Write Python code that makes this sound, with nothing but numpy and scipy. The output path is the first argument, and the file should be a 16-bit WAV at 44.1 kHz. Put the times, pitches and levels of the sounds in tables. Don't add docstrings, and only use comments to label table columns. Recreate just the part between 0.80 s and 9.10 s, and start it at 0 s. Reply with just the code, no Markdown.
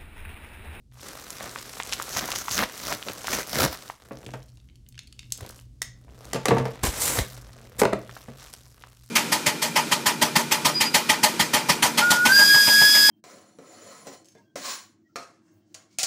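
import sys
import numpy as np
from scipy import signal
from scipy.fft import rfft, irfft
from scipy.io import wavfile
from scipy.ndimage import uniform_filter1d

SR = 44100
rng = np.random.default_rng(int(sys.argv[2]) if len(sys.argv) > 2 else 0)


def unload_audio(sound):
    columns = np.transpose(np.atleast_2d(sound))
    steps = np.round(np.clip(columns, -1, 1) * 32767)
    wavfile.write(sys.argv[1], SR, steps.astype(np.int16))


N = 366030

# f/Hz, relative level/dB per Hz
PAPER_COLOUR = [(71, -49), (120, -8.5), (184, -3), (341, -2.5), (592, -2), (698, -3.5), (892, -5.5),
                (1210, -2.5), (1860, -6), (2750, -9.5), (5750, -5.5), (9020, -10.5), (13900, -12),
                (16000, -19.5)]


def amp(db):
    return 10 ** (np.asarray(db) / 20)


def unit(x):
    return x / np.sqrt(np.mean(x ** 2) + 1e-20)


def read(points, hz):
    f, value = np.transpose(points)
    return np.interp(np.log(hz + 1), np.log(f + 1), value)


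def add(mix, s, sound):
    part = mix[max(round(s * SR), 0):][:len(sound)]
    part += sound[:len(part)]


def band(x, lo_hz, hi_hz, order=3):
    sos = signal.butter(order, [lo_hz, min(hi_hz, .48 * SR)], "band", fs=SR, output="sos")
    return signal.sosfilt(sos, x)


def background():
    # f/Hz, level/dB per Hz
    hiss = [(10, -92.5), (25, -85), (53, -68.5), (90, -79), (160, -87), (250, -87), (400, -101),
            (600, -109), (1000, -120), (2000, -121), (5000, -115), (9000, -119), (16000, -130)]
    # t/s, level/dB
    drone = [(0, -2.5), (3.2, -9.5), (3.4, 0.5), (5.3, 3.5), (6.8, 2.5), (8.3, -5.5)]
    hum_hz, hum_db = 120.9, -55.5
    density = amp(read(hiss, np.fft.rfftfreq(N, 1 / SR))) * np.sqrt(SR / 2)
    noise = irfft(rfft(rng.standard_normal(N)) * density, N)
    hum = amp(hum_db) * unit(band(rng.standard_normal(N), hum_hz - 4, hum_hz + 4, order=2))
    swell_db = np.interp(np.arange(N) / SR, *np.transpose(drone))
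    return amp(swell_db) * (noise + hum)


def colour(x, spectrum, size=2048):
    log_gain = np.log(amp(read(spectrum, abs(np.fft.fftfreq(size, 1 / SR)))))
    taps = np.fft.ifft(np.exp(np.conj(signal.hilbert(log_gain)))).real
    return signal.oaconvolve(x, taps[:size // 2])[:len(x)]


def fibres(per_s, spread_db, rub_db, patch_db=5.5, drift_db=2, clump_db=1.5, count=14):
    n, t = len(per_s), np.arange(400) / SR
    snaps_here = rng.random(n) < per_s / SR
    size = snaps_here * amp(spread_db * np.minimum(rng.exponential(1, n), 4))
    out = np.zeros(n)
    for hz in np.geomspace(200, 15000, count):
        cycles = hz * t
        patch = np.sqrt(hz) * unit(np.exp(-cycles / 0.98) * np.sin(2 * np.pi * cycles))
        share = amp(patch_db * rng.standard_normal(n))
        snapping = unit(size * share * rng.choice([-1, 1], n))
        drive = snapping + amp(rub_db) * rng.standard_normal(n)
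        drift = unit(uniform_filter1d(rng.standard_normal(n), size=2200, mode="wrap"))
        out += signal.oaconvolve(drive * amp(drift_db * drift), patch)[:n]
    out = unit(out)
    out = out / np.sqrt(abs(uniform_filter1d(out ** 2, size=1300)) + 0.24)
    clumps = unit(uniform_filter1d(rng.standard_normal(n), size=300, mode="wrap"))
    return unit(out * amp(clump_db * clumps))


def paper(db, bass_db, treble_db, per_s, spectrum, rub_db, spread_db, zing_db=0):
    rate = np.clip(per_s, 40, 20000) * np.ones(len(db))
    x = colour(fibres(rate, spread_db, rub_db), spectrum)
    bass, body, treble = band(x, 120, 700), band(x, 700, 4000), band(x, 4000, 20000)
    song = band(treble, 5940, 6900, order=1) + .8 * band(treble, 12800, 13000, order=1)
    treble = unit(treble + (amp(zing_db) - 1) * song)
    return amp(db) * (amp(bass_db) * unit(bass) - unit(body) + amp(treble_db) * treble)


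def follow(rows):
    s, *columns = np.transpose(rows)
    t = np.arange(s[0], s[-1], 1 / SR)
    return [np.interp(t, s, c) for c in columns]


def gripping(flex_db=2):
    # t/s, body level/dB
    grip = [(0.13, -67.5), (0.26, -48), (0.42, -50), (0.62, -48), (0.92, -48.5), (1.2, -44.5), (1.9, -49),
            (2.38, -49), (3.099, -53), (3.2, -70)]
    out, (db,) = np.zeros(N), follow(grip)
    flex = unit(uniform_filter1d(rng.standard_normal(len(db)), size=2600, mode="wrap"))
    bass_db, treble_db, snaps_per_s = -3.5 + flex_db * flex, 2, 2400
    rustle = paper(db, bass_db, treble_db, snaps_per_s, PAPER_COLOUR, rub_db=-0.5, spread_db=6.5)
    add(out, grip[0][0], rustle)
    return out


def handling(sheet, level_db=-15):
    strength = np.sqrt(abs(uniform_filter1d(sheet ** 2, size=1500)))
    return amp(level_db) * strength * unit(band(rng.standard_normal(N), 37, 161, order=3))


def snap(hz, cycles, crack_db, crack_s):
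    t = np.arange(3000) / SR
    partials = hz * np.array([[.72], [1], [1.25]])
    shares = np.array([[.5], [1], [.5]])
    waves = np.sin(2 * np.pi * (partials * t + rng.random((3, 1))))
    swing = (shares * np.exp(-partials * t / cycles) * waves).sum(0)
    decay = np.exp(-t / crack_s) + 0.058 * np.exp(-t / 0.0086)
    crack = band(rng.standard_normal(len(t)) * decay, hz / 1.89, hz * 1.9, order=2)
    x = (swing + amp(crack_db) * crack / abs(crack).max()) * (1 - np.exp(-hz * t))
    return x / abs(x).max()


def scatter(per_s, peak_db, pitches_hz, cycles):
    shapes = [snap(hz, cycles, crack_db=3.5, crack_s=0.00055) for hz in pitches_hz]
    out, which = np.zeros(N), rng.integers(0, len(shapes), N)
    for at in np.flatnonzero(rng.random(N) < per_s / SR):
        add(out, at / SR, amp(peak_db[at]) * shapes[which[at]])
    return out


def crinkles(rustle, count=16):
    per_s, over_rustle_db, scatter_db, limit_db = 24, 12.5, 3, -20
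    stiff_hz, slack_hz, slack_share = 5660, 1480, 0.23
    rustle_db = 10 * np.log10(abs(uniform_filter1d(rustle ** 2, size=2600)) + 1e-12)
    peak_db = rustle_db + over_rustle_db + scatter_db * rng.standard_normal(N)
    centres_hz = np.where(np.arange(count) < slack_share * count, slack_hz, stiff_hz)
    pitches_hz = centres_hz * np.exp(0.34 * rng.uniform(-1.07, 1, count))
    return scatter(per_s, np.minimum(peak_db, limit_db), pitches_hz, cycles=1.2)


def creases():
    # t/s, peak level/dB, centre f/Hz
    snaps = [(0.5043, -20, 5330), (0.6074, -23.5, 1080), (0.7595, -18.5, 1450), (0.7866, -22, 3900),
             (1.0006, -14.5, 1350), (1.1248, -11.5, 3850), (1.1309, -11, 3200), (1.1349, -9.5, 4500),
             (1.199, -17, 1190), (1.2152, -21.5, 1360), (1.2236, -16.5, 7340), (1.379, -18, 5670),
             (1.392, -10, 5440), (1.518, -11.5, 4770), (1.5547, -17, 4790), (1.5596, -12.5, 5300),
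             (1.5867, -13.5, 5600), (1.6822, -14, 1290), (1.717, -15.5, 6500), (1.779, -7.5, 4300),
             (1.8248, -12.5, 1000), (1.8361, -10.5, 1740), (2.0628, -27, 2000), (2.125, -12.5, 2100),
             (2.2266, -19.5, 3020), (2.285, -15, 2160), (2.4708, -14, 4700), (2.482, -14, 1320),
             (2.334, -20.5, 11900), (2.533, -16.5, 2090), (2.749, -15.5, 5170), (3.0993, -20.5, 1125),
             (7.294, -29, 1180), (7.3663, -28.5, 1060), (7.7379, -24.5, 5300), (8.0376, -29.5, 1580)]
    out = np.zeros(N)
    for s, db, hz in snaps:
        add(out, s, amp(db) * snap(hz, cycles=0.9, crack_db=-2.5, crack_s=0.00039))
        flick = snap(1400, cycles=3.1, crack_db=3.5, crack_s=0.0013)
        add(out, s, amp(db - 18.5) * flick)
    return out


def stroke(rise_s, hold_s, tail_s=.07):
    build_db, release_db_per_s = 22, 502.5
    t = np.arange(0, rise_s + hold_s + tail_s, 1 / SR)
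    early = np.clip(1 - t / rise_s, 0, 1)
    return -build_db * early - release_db_per_s * np.maximum(t - rise_s - hold_s, 0), early


def cutting(trim_db=-1.5):
    # start t/s, rise/s, hold/s, body level/dB ahead of the trim,
    # bass and treble level/dB against the body, singing of the taut edge/dB
    cuts = [(0.569, .04, 0.067, -43, 0, -13, 0), (1.29, 0.083, 0.012, -30.5, -8.5, 3, 7),
            (1.385, 0.032, .025, -34.5, -1, -5.5, -3.5), (1.43, 0.057, 0.039, -36, -9, 1, 5.5),
            (1.548, 0.0056, 0.01, -35.5, -11, 7, 9), (1.575, 0.016, .025, -42, -4.5, 5.5, 8.5),
            (1.66, 0.063, 0.051, -37, -8, 9.5, 6), (1.745, 0.053, 0.02, -23, -2, -5.5, -2.5),
            (1.92, 0.19, 0.027, -34, -1, 2, -1.5), (2.25, 0.015, 0.032, -44, 6.5, -0.5, 3),
            (2.42, 0.084, 0.11, -34, -2.5, 1, 1), (2.526, .005, 0.0066, -25.5, -8, 1, 4.5),
            (2.68, 0.12, 0.054, -25, 1.5, 1, -3), (2.881, 0.043, .015, -40, -8, 2, -6)]
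    # f/Hz, relative level/dB per Hz
    taut_colour = [(59, -39.5), (100, -8.5), (229, -4), (452, -7.5), (608, -2), (872, -8), (1250, -4),
                   (2000, -7), (2690, -13), (6020, -8.5), (8280, -18), (13800, -15.5), (16000, -20)]
    taut_db, snaps_per_s = 5.5, 1800
    out = np.zeros(N)
    for s, rise_s, hold_s, db, bass_db, treble_db, zing_db in cuts:
        push_db, early = stroke(rise_s, hold_s)
        rip = paper(trim_db + db + push_db, bass_db - taut_db * early, treble_db + taut_db * early,
                    snaps_per_s, taut_colour, rub_db=-6, spread_db=4.5, zing_db=zing_db)
        add(out, s, rip)
    return out


def soft_bumps():
    # t/s, peak level/dB, f/Hz, length/s
    bumps = [(2.108, -41, 127, 0.032), (2.801, -26, 102, 0.045), (2.84, -24.5, 139, 0.027),
             (2.866, -34.5, 69, 0.05), (4.614, -32, 94.3, 0.026), (6.034, -18, 60.3, 0.013),
             (6.074, -19.5, 55.5, 0.026), (6.381, -19, 108, .022), (6.396, -22, 60.5, 0.034)]
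    out = np.zeros(N)
    for s, db, hz, length in bumps:
        t = np.arange(0, length, 1 / SR)
        add(out, s, amp(db) * np.sin(2 * np.pi * hz * t) * signal.windows.tukey(len(t), .6))
    return out


def holding():
    # t/s, body level/dB, bass and treble level/dB against the body
    hold = [(3.2, -60, -3, -2.5), (3.47, -60, 11, -0.5), (3.75, -77.5, -13, 8), (4.05, -86.5, -14, -4),
            (4.49, -77.5, -9, 12), (4.621, -53, 4.5, -6), (4.78, -63.5, -0.5, 8.5), (4.9, -87, -7, 7),
            (5.25, -71, 9.5, -3), (5.45, -55, 0.5, -3), (6.0, -53.5, -3, -9), (6.5, -54.5, -8, 5),
            (6.65, -60, 1.5, -2), (7.24, -60.5, 6.5, -2.5), (7.36, -56.5, -4, 2), (7.54, -60, 0, -3),
            (7.629, -53.5, -6, 0), (7.9, -68.5, -2.5, 7.5), (8.05, -61.5, -3.5, -2), (8.3, -73, -9.5, 13)]
    out, (db, bass_db, treble_db) = np.zeros(N), follow(hold)
    snaps_per_s, reference_db, tenfold_db = 900, -58, 18
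    per_s = snaps_per_s * 10 ** ((db - reference_db) / tenfold_db)
    rustle = paper(db, bass_db, treble_db, per_s, PAPER_COLOUR, rub_db=-11.5, spread_db=3.5)
    add(out, hold[0][0], rustle)
    return out


def ring(modes, t, uneven_db, detune=0.013):
    hz, db, t60 = np.transpose(modes)[:, :, None]
    luck, shift = rng.standard_normal((2, len(hz), 1))
    level = amp(db + uneven_db * luck - 60 * t / t60)
    return (level * np.sin(2 * np.pi * hz * (1 + detune * shift) * t)).sum(0)


def knocks(rows, modes, trim_db, thud_db, thud_s, tick_s, rattle_db):
    # f/Hz, relative level/dB per Hz
    knock_colour = [(60, -6.5), (150, 3), (550, 7.5), (1000, -2), (2000, -8.5), (3000, -11.5), (7000, -19),
                    (16000, -31)]
    out, t = np.zeros(N), np.arange(SR // 2) / SR
    rattle = amp(rattle_db) * np.exp(-t / 0.022)
    for s, db, bass_db, treble_db in rows:
        a, b = rng.standard_normal((2, len(t)))
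        thud = unit(colour(a * (np.exp(-t / thud_s) + rattle), knock_colour))
        x = unit(ring(modes, t, uneven_db=6.5)) + amp(thud_db) * thud
        tick = colour(b * (np.exp(-t / tick_s) + 0.54 * rattle), knock_colour)
        parts = band(x, 60, 300), band(x, 300, 2200), band(tick, 1800, 14000, order=2)
        bass, body, treble = [p / np.std(p[:SR // per_s]) for p, per_s in zip(parts, (50, 110, 150))]
        add(out, s, amp(db + trim_db) * (amp(bass_db) * bass - body + amp(treble_db) * treble))
    return out


def knife_knocks():
    # t/s, body level/dB ahead of the trim, bass and treble level/dB against the body
    blows = [(3.309, -35.5, -4.5, -35), (3.324, -41.5, -13, -30), (3.465, -49.5, 11, -10),
             (3.537, -33.5, -8, -10), (5.532, -29, -12, -3.5), (5.545, -29.5, 1, -1),
             (5.559, -25.5, -18, -9), (5.6555, -21.5, -19, -3), (5.6835, -22, -1.5, 1.5),
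             (5.708, -14.5, -22, -30), (5.717, -26.5, 5, -25), (5.768, -20.5, -8, -20),
             (5.783, -27, -11, -4.5), (5.799, -26.5, -1, -25), (5.854, -25.5, -12, -12),
             (7.483, -42.5, 2.5, -22)]
    # f/Hz, relative level/dB, t60/s
    desk_and_room_modes = [(130.2, 0, 0.46), (206.5, -11, 0.23), (240, 0, 0.16), (344, -0.5, 0.27),
                           (459, 4.5, 0.23), (546, 6, 0.11), (639, -6, 0.17), (890, -8, 0.25),
                           (1164, -8, 0.1), (1400, -16, .06), (1766, -35, 0.13), (2060, -23, 0.11)]
    return knocks(blows, desk_and_room_modes, trim_db=-1.5, thud_db=2, thud_s=0.0073, tick_s=0.0039, rattle_db=-4)


def knife():
    # t/s, peak level/dB, centre f/Hz, liner level/dB against the click ahead of liner_db
    clicks = [(3.4635, -28, 3230, -30), (4.088, -37, 8900, -27), (4.178, -35, 2750, -28),
              (4.191, -24.5, 3620, -26), (4.326, -34.5, 4500, -30), (4.392, -27.5, 3770, -40),
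              (4.43, -40, 2880, -28), (4.522, -9.5, 6180, -30), (4.576, -28, 7260, -27),
              (4.609, -29.5, 7500, -30), (4.691, -30, 8060, -30), (4.708, -33, 7030, -30),
              (5.0187, -12.5, 6700, 5), (5.0262, -21.5, 5450, 4.5), (5.533, -19, 6150, 7.5),
              (5.656, -10, 6130, 4), (5.684, -24, 4450, -18)]
    # f/Hz, relative level/dB, t60/s
    liner_modes = [(1930, -10, .04), (1990, -8, .038), (2060, -12, .03), (3666, -17, .02), (5700, -6, .015),
                   (6360, -6, .015), (7100, -4, .015), (8600, -6, .015)]
    liner_db, uneven_db = -14, 1.5
    out, t = np.zeros(N), np.arange(8000) / SR
    for s, db, hz, ring_db in clicks:
        add(out, s, amp(db) * snap(hz, cycles=4.7, crack_db=4.5, crack_s=0.0017))
        add(out, s, amp(db + ring_db + liner_db) * ring(liner_modes, t, uneven_db))
    return out


def fidget(count=12):
    start_s, end_s, ticks_per_s = 3.6, 4.85, 26
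    peak_db, scatter_db, centre_hz = -44.5, 4, 4520
    t = np.arange(N) / SR
    per_s = ticks_per_s * ((t > start_s) & (t < end_s))
    pitches_hz = centre_hz * np.exp(.5 * rng.uniform(-1, 1, count))
    return scatter(per_s, peak_db + scatter_db * rng.standard_normal(N), pitches_hz, cycles=4.5)


def sliding():
    # start t/s, rise/s, hold/s, body level/dB, bass and treble level/dB against the body
    slides = [(6.028, 0.0062, 0.039, -29, -4, 1), (6.08, .01, 0.11, -40, -7.5, 1.5),
              (6.152, 0.068, 0.078, -33, -6, 8), (6.268, 0.043, 0.087, -33, -3, 3.5),
              (6.392, .01, 0.047, -46.5, -3, 0), (6.983, 0.011, 0.0077, -33.5, -2, 6)]
    # f/Hz, relative level/dB per Hz
    cardboard_colour = [(71, -25), (120, -3), (241, -8.5), (278, -4.5), (427, -8), (463, -3), (757, -10.5),
                        (805, -8.5), (1400, -14), (2200, -11), (2750, -16.5), (7820, -7), (14700, -13.5),
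                        (16000, -32)]
    snaps_per_s = 9300
    out = np.zeros(N)
    for s, rise_s, hold_s, db, bass_db, treble_db in slides:
        push_db, _ = stroke(rise_s, hold_s)
        scrape = paper(db + push_db, bass_db, treble_db, snaps_per_s, cardboard_colour, rub_db=-2.0, spread_db=3.5)
        add(out, s, scrape)
    return out


def box_knocks():
    # t/s, body level/dB ahead of the trim, bass and treble level/dB against the body
    blows = [(6.04, -32.5, 1, 7), (6.388, -27, -8.5, 5.5), (7.0165, -12.5, -11.5, -10.5),
             (7.02, -15, -22, -19), (7.034, -15, -12, -13), (7.0525, -16.5, -12, -12),
             (7.127, -27, -11, -29), (7.132, -18, -16, -14)]
    # f/Hz, relative level/dB, t60/s
    box_and_room_modes = [(124, -11, 0.59), (205.3, -4, 0.25), (399, -1, .12), (545, -3.5, .17),
                          (600, 6, 0.054), (665, -5, 0.11), (810, 0.5, 0.049), (916, -0.5, .05),
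                          (1210, -6.5, .03), (1456, 2, 0.025), (1940, -7, .035)]
    return knocks(blows, box_and_room_modes, trim_db=-1, thud_db=1.5, thud_s=0.0041, tick_s=0.0022, rattle_db=-33)


def room(x, gap_s=0.0021):
    # f/Hz, t60/s
    decay = [(60, 0.23), (125, 0.47), (400, 0.32), (1000, 0.28), (3000, 0.33), (7000, 0.27), (10000, 0.15),
             (16000, 0.16)]
    hz, t, z = signal.stft(rng.standard_normal(SR), SR, nperseg=256)
    tail = signal.istft(z * amp(-60 * t / read(decay, hz)[:, None]), SR, nperseg=256)[1]
    tail *= np.clip(np.arange(len(tail)) / SR / gap_s - 1, 0, 1)
    return signal.fftconvolve(x, tail / np.linalg.norm(tail))[:N]


def scene():
    rustle = gripping() + cutting() + holding()
    sheet = rustle + sliding()
    mailer = sheet + creases() + crinkles(rustle)
    steel = knife() + fidget()
    blows = knife_knocks() + box_knocks()
    wet = room(amp(-16.0) * mailer + amp(-10) * steel + amp(-9.5) * blows)
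    return (mailer + steel + blows + wet + soft_bumps() + handling(sheet) + background())[None]


def record(dry, ceiling=0.66):
    edge_hz = 16100
    lean = signal.sosfilt(signal.butter(2, 32, "high", fs=SR, output="sos"), dry)
    soft = ceiling * np.tanh(lean / ceiling)
    return signal.oaconvolve(soft, signal.firwin(511, edge_hz, window=("kaiser", 9), fs=SR)[None], "same")


dry = scene()
out = record(dry)
unload_audio(out)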